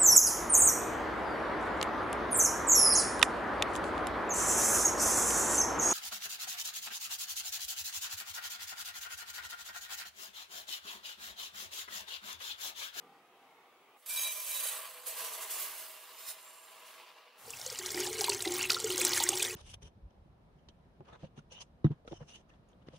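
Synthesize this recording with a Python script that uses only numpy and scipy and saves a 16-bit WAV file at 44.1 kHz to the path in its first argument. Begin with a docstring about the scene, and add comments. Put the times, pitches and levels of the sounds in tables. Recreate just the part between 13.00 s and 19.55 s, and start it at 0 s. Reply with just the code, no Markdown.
"""A small kitchen murmurs with moving air and a low hum, heard by a close microphone with two ports.
Granulated sugar streams into a metal pan: tiny impacts ring the bare bottom, then the heap muffles it to a hiss.
The last grains trickle over the rim of the cup. Half a cup of water follows and soaks in with a fine hiss.
Its stream spatters, slaps, traps ringing bubbles and gulps into the pool, and the loaded pan booms."""
import sys
import numpy as np
from scipy import signal
from scipy.fft import rfft, irfft, next_fast_len
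from scipy.io import wavfile
from scipy.ndimage import uniform_filter1d, map_coordinates

SR = 44100
rng = np.random.default_rng(int(sys.argv[2]) if len(sys.argv) > 2 else 0)


def digitize_waveform(pressure):
    """Quantize a signal to 16-bit integers and store it at the path in sys.argv[1].

    Rows of a 2-D input are taken as channels; values are limited to [-1, 1].
    """
    field = np.atleast_2d(pressure).T
    bounded = np.clip(field, -1, 1)
    quanta = np.round(bounded * 32767).astype(np.int16)
    wavfile.write(sys.argv[1], SR, quanta)


N = 288916

# how far the two microphone ports differ for sugar: pitch_hz, side_against_mid_db
SUGAR_SIDE = [(60, -10), (150, -17), (380, -18), (950, -15), (2380, -9), (4200, -9.5), (6500, -3.5),
              (15000, 0.5)]
# strength of the water stream: time_s, level_db
STREAM = [(4.42, -44), (4.6, -47.5), (4.74, -45.5), (4.88, -42.5), (4.93, -44), (5.0, -37.5), (5.11, -43),
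          (5.29, -39), (5.38, -43), (5.46, -44.5), (5.62, -34), (5.68, -44.5), (5.72, -40), (5.82, -42),
          (5.99, -36), (6.17, -31.5), (6.3, -39.5), (6.43, -36.5), (6.55, -42.5)]
# colour of the water's spatter: pitch_hz, level_db (relative, per Hz)
SPATTER_COLOUR = [(290, -37), (500, -7), (680, -6), (800, 1.5), (1300, -3.5), (1600, -23), (1800, 0),
                  (2500, -5.5), (4600, -2.5), (7400, 2.5), (10000, 0), (12000, -5), (15500, 1)]
# the hollow under the stream: time_s, pitch_hz, level_db
GURGLE = [(4.86, 393, -54), (4.99, 414.2, -41), (5.07, 405.3, -50), (5.12, 425, -47.5), (5.2, 426, -44.5),
          (5.34, 394.7, -48), (5.67, 398, -62), (5.73, 433.6, -46), (5.81, 486, -54), (5.85, 440, -54),
          (5.93, 359.4, -53), (5.99, 329, -54), (6.24, 337, -49.5), (6.29, 390.6, -65), (6.42, 432, -47),
          (6.55, 440, -51)]
# gulps of water that thump into the pool: start_s, level_db, pitch_hz
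GULPS = [(4.478, -43.5, 462), (4.663, -38, 510), (4.715, -37.5, 480), (4.795, -43, 384), (4.944, -29, 355),
         (4.99, -33.5, 413.5), (5.106, -37, 430), (5.191, -32.5, 419), (5.294, -32, 396), (5.457, -26, 355),
         (5.595, -36.5, 364), (5.704, -35, 428), (5.841, -27.5, 431), (5.895, -32.5, 373), (5.94, -37, 337),
         (5.987, -34.5, 507), (6.013, -28.5, 360.6), (6.295, -29.5, 371.4)]
BOOM_HZ = 364.5  # main mode of the loaded pan
BUBBLE_RISE = 0.05  # share by which a bubble's pitch climbs as it surfaces


def amp(db):
    """Turn decibels into gain."""
    return 10 ** (np.asarray(db) / 20)


def unit(x):
    """Scale x to an rms of 1."""
    return x / np.sqrt(np.mean(x ** 2) + 1e-20)


def along(points, hz):
    """Read (Hz, value) points on a log frequency axis."""
    f, v = np.transpose(points)
    return np.interp(np.log(hz + 1), np.log(f + 1), v)


def curves(rows):
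    """Give one value per sample for each column after the time."""
    s, *cols = np.transpose(rows)
    return [np.interp(np.arange(N) / SR, s, c) for c in cols]


def wobble(rate):
    """Draw a smooth random curve with this many knots a second."""
    knots = rng.standard_normal(int(N * rate / SR) + 4)
    return map_coordinates(knots, [np.arange(N) * rate / SR])


def swell(s, db, rise_s, t60):
    """Gain of one surge: it rises smoothly to its crest at time s, then falls 60 dB in t60 seconds."""
    t = np.arange(N) / SR - s
    return amp(db - 60 * np.maximum(t, 0) / t60) * np.exp(-(np.minimum(t, 0) / rise_s) ** 2)


def filtered(x, response):
    """Multiply the spectrum of x by a complex response of frequency."""
    m = next_fast_len(N + SR // 2)
    return irfft(rfft(x, m) * response(np.fft.rfftfreq(m, 1 / SR)), m)[..., :N]


def coloured(x, spectrum):
    """Shape x by a spectrum, at rms 1."""
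    return unit(filtered(x, lambda hz: amp(along(spectrum, hz))))


def rung(x, modes):
    """Ring a set of resonances (Hz, width Hz, relative dB) with x, at rms 1."""
    def response(f):
        return sum(amp(db) * 1j * f * w / (c * c - f * f + 1j * f * w) for c, w, db in modes)
    return unit(filtered(x, response))


def wavering(hz, waver_hz, flutter_db):
    """A clear resonance whose pitch and strength stir a little, at rms 1."""
    phase = 2 * np.pi * np.cumsum(hz + waver_hz * wobble(50)) / SR
    return unit(amp(flutter_db * wobble(45)) * np.sin(phase))


def gliding(rows, width_hz):
    """A narrow, noisy resonance that follows (s, Hz, dB) rows."""
    hz, db = curves(rows)
    phase = 2 * np.pi * np.cumsum(hz) / SR
    return amp(db) * unit(wobble(width_hz) * np.sin(phase) + wobble(width_hz) * np.cos(phase))


def patchy(x, depth_db, size, order):
    """Let the colour keep shifting; size is the window in samples, order the frames a patch lasts."""
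    z = signal.stft(x, nperseg=size)[2]
    field = rng.standard_normal(z.shape[-2:])
    field = uniform_filter1d(uniform_filter1d(field, 3, 0), order, 1)
    return unit(signal.istft(z * amp(depth_db * unit(field)), nperseg=size)[1][..., :N])


def ports(pair, side_db):
    """Left and right from a common signal and a second one in which the two ports differ."""
    def response(hz):
        return np.array([np.ones_like(hz), amp(along(side_db, hz))])
    mid, side = filtered(pair, response)
    return np.array([mid + side, mid - side])


def bounced(x, echo_db, count):
    """Sound crosses the pan and returns from its walls within a few milliseconds."""
    delay, gain = rng.uniform(.0006, .009, count), rng.standard_normal(count)
    gain = amp(echo_db) * gain / np.linalg.norm(gain)
    return x + sum(g * np.pad(x, (round(d * SR), 0))[:N] for d, g in zip(delay, gain))


def add(track, s, sound):
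    """Mix a sound into the track from time s on."""
    part = track[round(s * SR):][:len(sound)]
    part += sound[:len(part)]


def kitchen():
    """Moving air and a low rumble are shaped noise; the hum of an appliance is two unsteady tones."""
    # levels of the kitchen: time_s, air_db, rumble_db
    levels = [(0, -63, -89), (0.3, -63.5, -89), (0.97, -63, -91), (1.02, -75.5, -102), (4.38, -68, -108),
              (4.45, -59, -65), (5.0, -79, -55), (6.55, -79, -54)]
    # colour of the air: pitch_hz, level_db (relative, per Hz)
    air_colour = [(35, -40), (60, -57), (170, -11.5), (330, -6), (475, 2.5), (560, -4), (810, 1),
                  (960, -3.5), (1200, 0), (1650, -10.5), (2150, -6.5), (3050, -11), (5000, -23),
                  (9000, -28), (11000, -24), (15500, -29)]
    # how far the ports differ for air: pitch_hz, side_against_mid_db
    air_side = [(200, -36), (500, -20), (1100, -12.5), (1700, -4.5), (4000, -0.5), (15000, 1)]
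    # colour of the rumble: pitch_hz, level_db (relative, per Hz)
    rumble_colour = [(15, -60), (30, -19), (48, -0.5), (85, -2.5), (108, -13), (130, 6.5), (165, -8),
                     (205, -11), (260, 3), (400, -56)]
    # tones of the hum, which follows the rumble's level: pitch_hz, level_db (relative)
    hum_tones = [(97, -6.5), (124, -9)]
    air_db, rumble_db = curves(levels)
    noise = ports(rng.standard_normal((2, N)), air_side)
    air = patchy(coloured(noise, air_colour), depth_db=2.5, size=2048, order=7)
    t = np.arange(N) / SR
    hum = sum(amp(db + 2.7 * wobble(24)) * np.sin(2 * np.pi * hz * t + 1.6 * wobble(18))
              for hz, db in hum_tones)
    rumble = amp(-7.5) * coloured(rng.standard_normal(N), rumble_colour)
    return amp(air_db + 0.37 * wobble(4.6)) * air + amp(rumble_db) * (rumble + hum)


def murmur():
    """The room murmurs in uneven swells that ring its resonances, over a dull rumble that dies away."""
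    # swells of the murmur: crest_s, level_db, rise_s, t60_s
    surges = [(.04, -64, 0.046, 0.85), (.17, -64, 0.089, 0.53), (.45, -66, 0.1, 0.69), (.66, -69, .04, .7),
              (.9, -69, .06, 0.45)]
    # resonances of the room: pitch_hz, width_hz, level_db (relative)
    room_modes = [(282, 17, -2.5), (480, 23, -2), (793, 14, 8), (828, 14, 1), (1100, 140, -9)]
    # one surge of dull rumble: crest_s, level_db, rise_s, t60_s
    low_surge = (-0.3, -60, -1.5, 1.8)
    # colour of the dull rumble: pitch_hz, level_db (relative, per Hz)
    low_colour = [(90, -32), (150, 0), (400, 0), (700, -34)]
    swells = np.linalg.norm([swell(*row) for row in surges], axis=0)
    tones = patchy(rung(rng.standard_normal(N), room_modes), depth_db=3.5, size=4096, order=4)
    return swells * tones + swell(*low_surge) * coloured(rng.standard_normal(N), low_colour)


def walls(x):
    """Two unrelated short answers of the room, each frequency dying at its own speed."""
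    # how long the room rings: pitch_hz, t60_s
    decay = [(200, 0.48), (2000, 0.14), (12000, 0.058)]
    hz, t, z = signal.stft(rng.standard_normal((2, SR // 2)), SR, nperseg=256)
    tail = signal.istft(z * amp(-60 * t / along(decay, hz)[:, None]), SR, nperseg=256)[1]
    late = np.pad(x, (SR // 300, 0))[None]
    return signal.fftconvolve(late, tail / np.linalg.norm(tail[0]), axes=1)[:, :N]


def soaking():
    """A fine, even hiss where the water sinks between the dry crystals."""
    # strength of the soaking: time_s, level_db
    strength = [(4.32, -106), (4.39, -57), (4.5, -50.5), (4.62, -50.5), (5.0, -49.5), (6.55, -87)]
    # its colour: pitch_hz, level_db (relative, per Hz)
    soak_colour = [(300, -6), (800, 8), (3000, -6), (6000, -1), (10500, 0.5), (15500, -1.5)]
    soak_db, = curves(strength)
    return amp(soak_db) * coloured(ports(rng.standard_normal((2, N)), SUGAR_SIDE), soak_colour)


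def crystals(rate):
    """A dense patter of tiny impacts of uneven size, rate a second, as the two ports hear them."""
    hits = np.sqrt(rng.poisson(rate / SR, (2, N))) * rng.standard_normal((2, N))
    return ports(hits, SUGAR_SIDE)


def exposed(t):
    """Share of the sugar stream that rings the pan floor, the pan wall and the cup rim."""
    buried_s, heaped_s = 1.284, 1.78  # the heap closes over the floor, then smothers the metal
    rim_s, rim_hold_s = 3.44, 0.23  # the last grains trickle over the cup's rim
    narrow = np.maximum(buried_s - t, 0)
    buried = np.clip((t - buried_s) / .05, 0, 1)
    heaped = np.maximum(t - heaped_s, 0)
    off_rim = np.abs(t - np.clip(t, rim_s, rim_s + rim_hold_s))
    # slopes in dB per second; the floor's ring grows while the stream widens over it
    floor_db = -4 - 31 * narrow - 3.5 * buried - 14 * heaped
    wall_db = -4.5 - 7 * heaped
    rim_db = -3.5 - 96 * off_rim
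    return amp([floor_db, wall_db, rim_db])


def singing():
    """The steady rain of crystals sets one mode of the bare floor after another singing."""
    # modes struck where they swing most: start_s, length_s, pitch_hz, level_db
    sung_modes = [(1.09, 0.19, 2362, -49), (1.22, 0.073, 2362, -43), (1.35, 0.056, 2362, -56),
                  (1.158, .135, 3880, -45.5), (1.5, .08, 3880, -50.5), (1.17, 0.047, 6535, -42.5)]
    rise_s, t60_s = 0.016, 0.16
    t = np.arange(N) / SR
    out = 0
    for s, length, hz, db in sung_modes:
        fade = amp(db - 60 * np.maximum(t - s - length, 0) / t60_s)
        rise = np.clip((t - s) / rise_s, 0, 1)
        # fresh grains keep knocking the mode out of step
        out = out + fade * rise * wavering(hz, waver_hz=10, flutter_db=2.5)
    return out


def sugar():
    """Crystals hiss on the heap, ring whatever is still bare and drum on the pan bottom."""
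    # the steady stream, two tips of the cup: time_s, grain_hiss_db, weight_on_pan_db
    pour = [(0.96, -58, -74), (1.052, -69.5, -62.5), (1.095, -39.5, -60.5), (1.2, -36, -53),
            (1.42, -43.5, -56.5), (1.52, -38.5, -53.5), (1.68, -38, -48.5), (1.85, -50, -50),
            (2.03, -56, -58), (2.2, -51.5, -47.5), (2.65, -48, -51), (3.02, -56.5, -57.5),
            (3.42, -59.5, -56.5), (3.62, -60.5, -60), (3.73, -60.5, -57), (4.0, -64.5, -56),
            (4.14, -73, -59), (4.35, -82, -63.5)]
    # slides of sugar shaken loose from the cup: crest_s, hiss_db, rise_s, t60_s
    slides = [(1.063, -45, 0.0033, 0.55), (2.071, -38, 0.0096, 0.51), (2.19, -39.5, 0.027, 0.52),
              (2.25, -40.5, 0.015, .45), (2.34, -43, 0.024, 0.31), (2.43, -42.5, .025, 0.28),
              (2.525, -37, 0.026, .45), (2.61, -38, 0.025, 0.53), (2.79, -47, 0.03, 0.84),
              (3.21, -50.5, 0.045, .9), (3.302, -39, 0.035, 0.15), (3.88, -58.5, 0.03, .6)]
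    # colour of grains on the heap: pitch_hz, level_db (relative, per Hz)
    heap_colour = [(180, -50), (300, -54), (492, -24), (562, -38), (631, -3.5), (744, -3.5), (1000, -33),
                   (1260, -5.5), (5390, 0.5), (9930, 1.5), (15500, 1.5)]
    # colour of the stream's weight: pitch_hz, level_db (relative, per Hz)
    weight_colour = [(88, -66), (150, -48), (533, -5.5), (611, -2), (751, -3.5), (1000, 5), (1390, -1),
                     (2710, 1.5), (4940, -5.5), (9000, -37), (11700, -39), (19800, -120)]
    # the bare floor of the pan: pitch_hz, width_hz, level_db (relative)
    floor_modes = [(1012, 18, -3), (2375, 8.6, 3.5), (2585, 70, -4.5), (3094, 120, -4), (3880, 12, 4),
                   (4515, 22, 0.5), (5170, 31, -5), (5960, 22, -5), (6535, 22, 3.5), (9610, 45, 0.5),
                   (10330, 31, -5), (10800, 42, 0.5), (11760, 70, -7)]
    # the wall of the pan: pitch_hz, width_hz, level_db (relative)
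    wall_modes = [(3480, 34, -3), (7760, 31, 1), (8070, 61, -2), (8580, 77, -3), (9720, 61, -1.5),
                  (9780, 60, -1.5), (10380, 70, -2), (11450, 73, 1.5), (12120, 120, -4), (12220, 60, -6),
                  (13900, 110, -3.5), (14950, 160, -8)]
    # the rim of the cup, rubbed by the last grains: pitch_hz, width_hz, level_db (relative)
    cup_modes = [(7400, 43, 2), (8950, 530, -7), (10770, 44, -3), (12300, 86, -5)]
    # the pan bottom under the heap: pitch_hz, width_hz, level_db (relative)
    bottom_modes = [(497, 9.3, 8), (648.6, 21, 11.5), (823.5, 70, 1), (1012, 34, 11.5), (1125, 60, 8.5),
                    (1632, 22, 6.5), (2057, 37, 4), (2784, 180, 3.5)]
    # the drum mode sinks as sugar weighs the pan down: time_s, pitch_hz, level_db (against the weight)
    drum_path = [(1.05, 642, -20), (1.45, 608.5, -11.5), (1.8, 534.5, -18), (2.1, 495, -9.5),
                 (2.3, 465, -14), (2.48, 405.6, -17), (2.7, 397, -23.5), (4.3, 385.6, -25)]
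    hiss_db, weight_db = curves(pour)
    flow = np.linalg.norm([amp(hiss_db)] + [swell(*slide) for slide in slides], axis=0)
    t = np.arange(N) / SR
    floor, wall, rim = exposed(t)
    pouring = np.clip((t - pour[0][0]) / 0.081, 0, 1) * np.clip((pour[-1][0] - t) / 0.42 + 1, 0, 1)
    # the sugar falls in clumps that ripple its level
    clumps = amp(0.6 * wobble(70) + 0.15 * wobble(350)) * pouring
    covered = np.sqrt(np.clip(1 - floor ** 2 - wall ** 2 - rim ** 2, .1, 1))
    # the colour shifts as the stream lands on new spots
    grains = coloured(crystals(rate=60000), heap_colour)
    hiss = covered * patchy(grains, depth_db=4.0, size=1024, order=24)
    strikes = crystals(rate=1500)  # only the larger crystals set the metal ringing
    bare = amp(-2.0) * rung(strikes, floor_modes)
    ring = floor * bare + wall * rung(strikes, wall_modes) + rim * rung(strikes, cup_modes)
    drumming = patchy(rung(crystals(rate=8000), bottom_modes), depth_db=2, size=2048, order=6)
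    bottom = amp(-3.0) * drumming
    rustling = patchy(coloured(crystals(rate=5000), weight_colour), depth_db=2.5, size=512, order=7)
    rustle = amp(-1.5) * np.sqrt(covered) * rustling
    body = amp(1.06 * wobble(21.935)) * (bottom + rustle + gliding(drum_path, width_hz=100))
    bright = amp(3.0) * flow * (hiss + ring) * amp([[-1.4], [1.4]])  # a little louder on the right
    return clumps * (bright + amp(weight_db) * body) + singing()


def bubble(t, hz, cycles, rise):
    """A pocket of air rings for some cycles, its pitch climbing as it nears the surface."""
    age = t * hz / cycles
    phase = 2 * np.pi * hz * t * (1 + rise * age / (1 + age))
    return np.sin(phase) * np.exp(-age) * (1 - np.exp(-t * hz / 0.74))


def spray(count, pitch_hz, pitch_spread, cycles, size_db, rise):
    """A swarm of small bubbles of random pitch, life and size, at rms 1."""
    chance, normal = rng.random((count, 2)), rng.standard_normal((count, 2))
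    hz = np.clip(pitch_hz * np.exp(pitch_spread * normal[:, :1]), 600, 14000)
    life = cycles * np.exp(.3 * normal[:, 1:])
    size = amp(size_db * np.minimum(-np.log(1 - chance[:, 1:]), 2.5)) * np.sqrt(hz / pitch_hz)
    n = np.arange(SR // 60)
    place = (chance[:, :1] * N).astype(int) + n
    blips = size * bubble(n / SR, hz, life, rise) * (1 - (n / len(n)) ** 2)
    return unit(np.bincount(place.ravel(), blips.ravel(), N)[:N])


def crackle(rate, size_db):
    """Tiny droplets snap at random moments in shifting colours, a few far louder than the rest."""
    hits = (rng.random(N) < rate / SR) * rng.choice([-1, 1], N)
    size = amp(size_db * np.minimum(rng.exponential(size=N), 2.5))
    snaps = patchy(bounced(hits * size, echo_db=0, count=14), depth_db=6, size=256, order=3)
    softened = filtered(snaps, lambda hz: 1 / np.sqrt(1 + (hz / 10000) ** 4))
    return coloured(softened, SPATTER_COLOUR)


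def spatter():
    """The stream breaks into fizz, babbling bubbles and ticking droplets."""
    spatter_db, = curves(STREAM)
    # the dry heap cushions the first water
    pooled = np.clip((np.arange(N) / SR - STREAM[0][0]) / 0.21, 0, 1)
    fizz = spray(count=6000, pitch_hz=5295, pitch_spread=0.404, cycles=5.1, size_db=7.0, rise=0.021)
    fizz = bounced(fizz, echo_db=-6.5, count=7)
    babble = spray(count=4200, pitch_hz=2248, pitch_spread=0.42, cycles=5.4, size_db=4, rise=BUBBLE_RISE)
    babble = bounced(babble, echo_db=0, count=9)
    droplets = coloured(rng.standard_normal(N) * amp(6.7 * wobble(280)), SPATTER_COLOUR)
    ticks = patchy(droplets, depth_db=6.0, size=256, order=4)
    snaps = crackle(rate=450, size_db=8)
    mix = amp(-4.5) * fizz + amp(-11.0) * babble + amp(-3.5) * ticks + amp(-5) * snaps
    return pooled * amp(spatter_db + 0.36 * wobble(45)) * mix


def slaps(width, rise_s, t60, crack, cycles, ping_db):
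    """Each slap is a few milliseconds of spray around one pitch, in which a tiny bubble pings."""
    # the hardest slaps of water: start_s, level_db, centre_hz
    hard_slaps = [(4.5037, -25.5, 7700), (4.613, -28, 5400), (4.6473, -40, 4200), (4.662, -25, 6660),
                  (4.6997, -27, 5330), (4.7256, -33.5, 7250), (4.7561, -33, 4070), (4.787, -23, 7100),
                  (4.8594, -21.5, 5800), (4.9034, -26, 5000), (4.9443, -26, 4940), (4.991, -32, 7500),
                  (5.002, -24.5, 5760), (5.128, -24.5, 7000), (5.189, -26, 7900), (5.208, -18, 5400),
                  (5.213, -23.5, 10000), (5.241, -13.5, 4110), (5.244, -20.5, 9700), (5.2935, -16.5, 7790),
                  (5.297, -17, 4500), (5.33, -23.5, 5770), (5.3457, -21, 6200), (5.404, -24, 4030),
                  (5.4218, -19, 8200), (5.454, -25, 3970), (5.475, -21, 3900), (5.52, -19.5, 7600),
                  (5.627, -18, 6860), (5.697, -17.5, 2560), (5.7017, -8.5, 4730), (5.715, -19, 7500),
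                  (5.718, -19, 4600), (5.7439, -18.5, 4530), (5.8, -22, 7760), (5.842, -19.5, 7000),
                  (5.902, -21.5, 3038), (5.978, -18, 8100), (6.013, -17.5, 8000), (6.049, -9.5, 7960),
                  (6.067, -15.5, 5960), (6.132, -17, 4850), (6.176, -16.5, 7230), (6.2, -17, 4670),
                  (6.2362, -13, 7560), (6.2886, -6, 7040), (6.372, -20, 5600), (6.395, -22, 6550),
                  (6.4253, -12.5, 8200), (6.448, -21, 3644)]
    out, t = np.zeros(N), np.arange(SR // 25) / SR
    f = np.fft.rfftfreq(len(t), 1 / SR)
    wet = 1 / np.sqrt(1 + (f / 12000) ** 6)  # water gives little at the very top
    for s, db, hz in hard_slaps:
        burst = rng.standard_normal(len(t)) * np.minimum(t / rise_s, 1) * amp(-60 * t / t60)
        burst[round(rise_s * SR)] += crack
        band = amp(-15) + np.exp(-(np.log((f + 1) / hz) / width) ** 2)
        splash = irfft(rfft(burst) * band * wet, len(t))
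        ping = bubble(np.maximum(t - rise_s, 0), hz, cycles, rise=0.022)
        slap = splash / np.abs(splash).max() + amp(ping_db) * ping
        add(out, s, amp(db) * slap / np.abs(slap).max())
    return out


def rings(table, cycles, rise):
    """Every row sets one air pocket ringing, gliding up through its pitch."""
    out, t = np.zeros(N), np.arange(SR // 5) / SR
    for s, db, hz in table:
        life = cycles * np.exp(.2 * rng.standard_normal())
        add(out, s, amp(db) * bubble(t, hz * (1 - rise / 2), life, rise))
    return out


def booming(stream_db):
    """Gain of the pan's boom: the push of the stream and the slosh after each gulp."""
    full_stream_db, tuning_hz = -40.5, 45.7
    rise_s, t60_s = 0.0047, 0.74  # how fast a slosh builds up and dies
    # the boom fades faster than the spatter
    gains = [amp(-52 + 2.1 * np.minimum(stream_db - full_stream_db, 0))]
    for s, db, hz in GULPS:
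        # gulps far from the main mode feed it less
        match = 1 / (1 + ((hz - BOOM_HZ) / tuning_hz) ** 2)
        gains.append(match * swell(s + rise_s, db - 10, rise_s, t60_s))
    return np.linalg.norm(gains, axis=0)


def gurgling(rate, pitch_spread, cycles, size_db):
    """Large air pockets burst one after another in the hollow, each at a pitch of its own."""
    hz, db = curves(GURGLE)
    out, t = np.zeros(N), np.arange(SR // 10) / SR
    starts = np.arange(GURGLE[0][0], (N - 2) / SR - 1 / rate, 1 / rate)
    for s, late, (pitch, size) in zip(starts, rng.random(400), rng.standard_normal((400, 2))):
        at = s + late / rate
        i = int(at * SR)
        pocket = bubble(t, hz[i] * np.exp(pitch_spread * pitch), cycles, rise=0.045)
        add(out, at, amp(db[i] + size_db * size) * pocket)
    return out


def pool():
    """The loaded pan booms, and the hollow that the stream digs gurgles at a wandering pitch."""
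    # the pan weighed down by sugar and water: pitch_hz, width_hz, level_db (relative)
    loaded_modes = [(249.6, 16, -4.5), (284, 9.9, -5), (355, 136, -4), (523, 90, -11.5), (775, 60, -1.5),
                    (956, 32, -16)]
    soaked_s = 4.79  # the water has begun to reach the metal
    stream_db, = curves(STREAM)
    soaked = np.clip((np.arange(N) / SR - soaked_s) / .02, 0, 1)
    # water strikes softly: (Hz, relative dB per Hz)
    push = coloured(rng.standard_normal(N), [(150, -37), (240, 4.5), (1000, 4.0), (2000, -32)])
    # the main mode wavers as the pool moves; the other modes are weaker
    boom = wavering(BOOM_HZ, waver_hz=4.3, flutter_db=3) + amp(-8) * rung(push, loaded_modes)
    hollow = amp(-2.5) * gliding(GURGLE, width_hz=60)
    pockets = amp(-2.5) * gurgling(rate=70, pitch_spread=0.083, cycles=7.5, size_db=1.5)
    return soaked * (booming(stream_db) * boom + hollow + pockets)


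def water():
    """Stream, pool, slaps, bubbles and gulps together, with everything below about 200 Hz taken out."""
    # the largest bubbles: start_s, level_db, pitch_hz
    large_bubbles = [(4.535, -28.5, 2640), (4.976, -21, 1950), (5.073, -29.5, 820), (5.213, -24.5, 800),
                     (5.25, -21, 2530), (5.282, -19, 970), (5.32, -19.5, 2650), (5.451, -22.5, 2020),
                     (5.593, -22, 2650), (5.611, -14.5, 2790), (5.64, -15, 2700), (5.653, -19, 2600),
                     (5.706, -20.5, 1380), (5.747, -16.5, 3740), (5.766, -24, 1359), (6.015, -14.5, 2452),
                     (6.174, -19, 1770), (6.213, -24.5, 894), (6.265, -18.5, 1970), (6.328, -25, 820),
                     (6.4, -19.5, 2500), (6.423, -15, 3410)]
    sharp = amp(-1) * slaps(width=0.35, rise_s=.0018, t60=0.024, crack=2.43, cycles=9.6, ping_db=-3)
    bubbles = rings(large_bubbles, cycles=4.9, rise=BUBBLE_RISE)
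    bubbles = amp(-4.5) * bounced(bubbles, echo_db=-5.5, count=12)
    churn = 1 + .5 * wobble(110)
    gulps = amp(-1.5) * churn * rings(GULPS, cycles=8.2, rise=0.0092)
    highpass = signal.butter(3, 200 / (SR / 2), "high")
    return signal.lfilter(*highpass, spatter() + pool() + sharp + bubbles + gulps)


def scene():
    """Sugar, then water close to the microphone, in the kitchen."""
    # how far the ports differ for water: pitch_hz, side_against_mid_db
    water_side = [(350, -78), (650, -59), (2500, -75), (7000, -66), (15000, -67)]
    splash = water()
    room, diffuse = walls(splash)
    wet = ports(np.array([splash + amp(-19.0) * room, diffuse]), water_side)
    return kitchen() + murmur() + soaking() + sugar() + wet


def record(dry):
    """Keep nothing above the band limit of 15650 Hz."""
    return filtered(dry, lambda hz: hz < 15650)


dry = scene()
out = record(dry)
digitize_waveform(out)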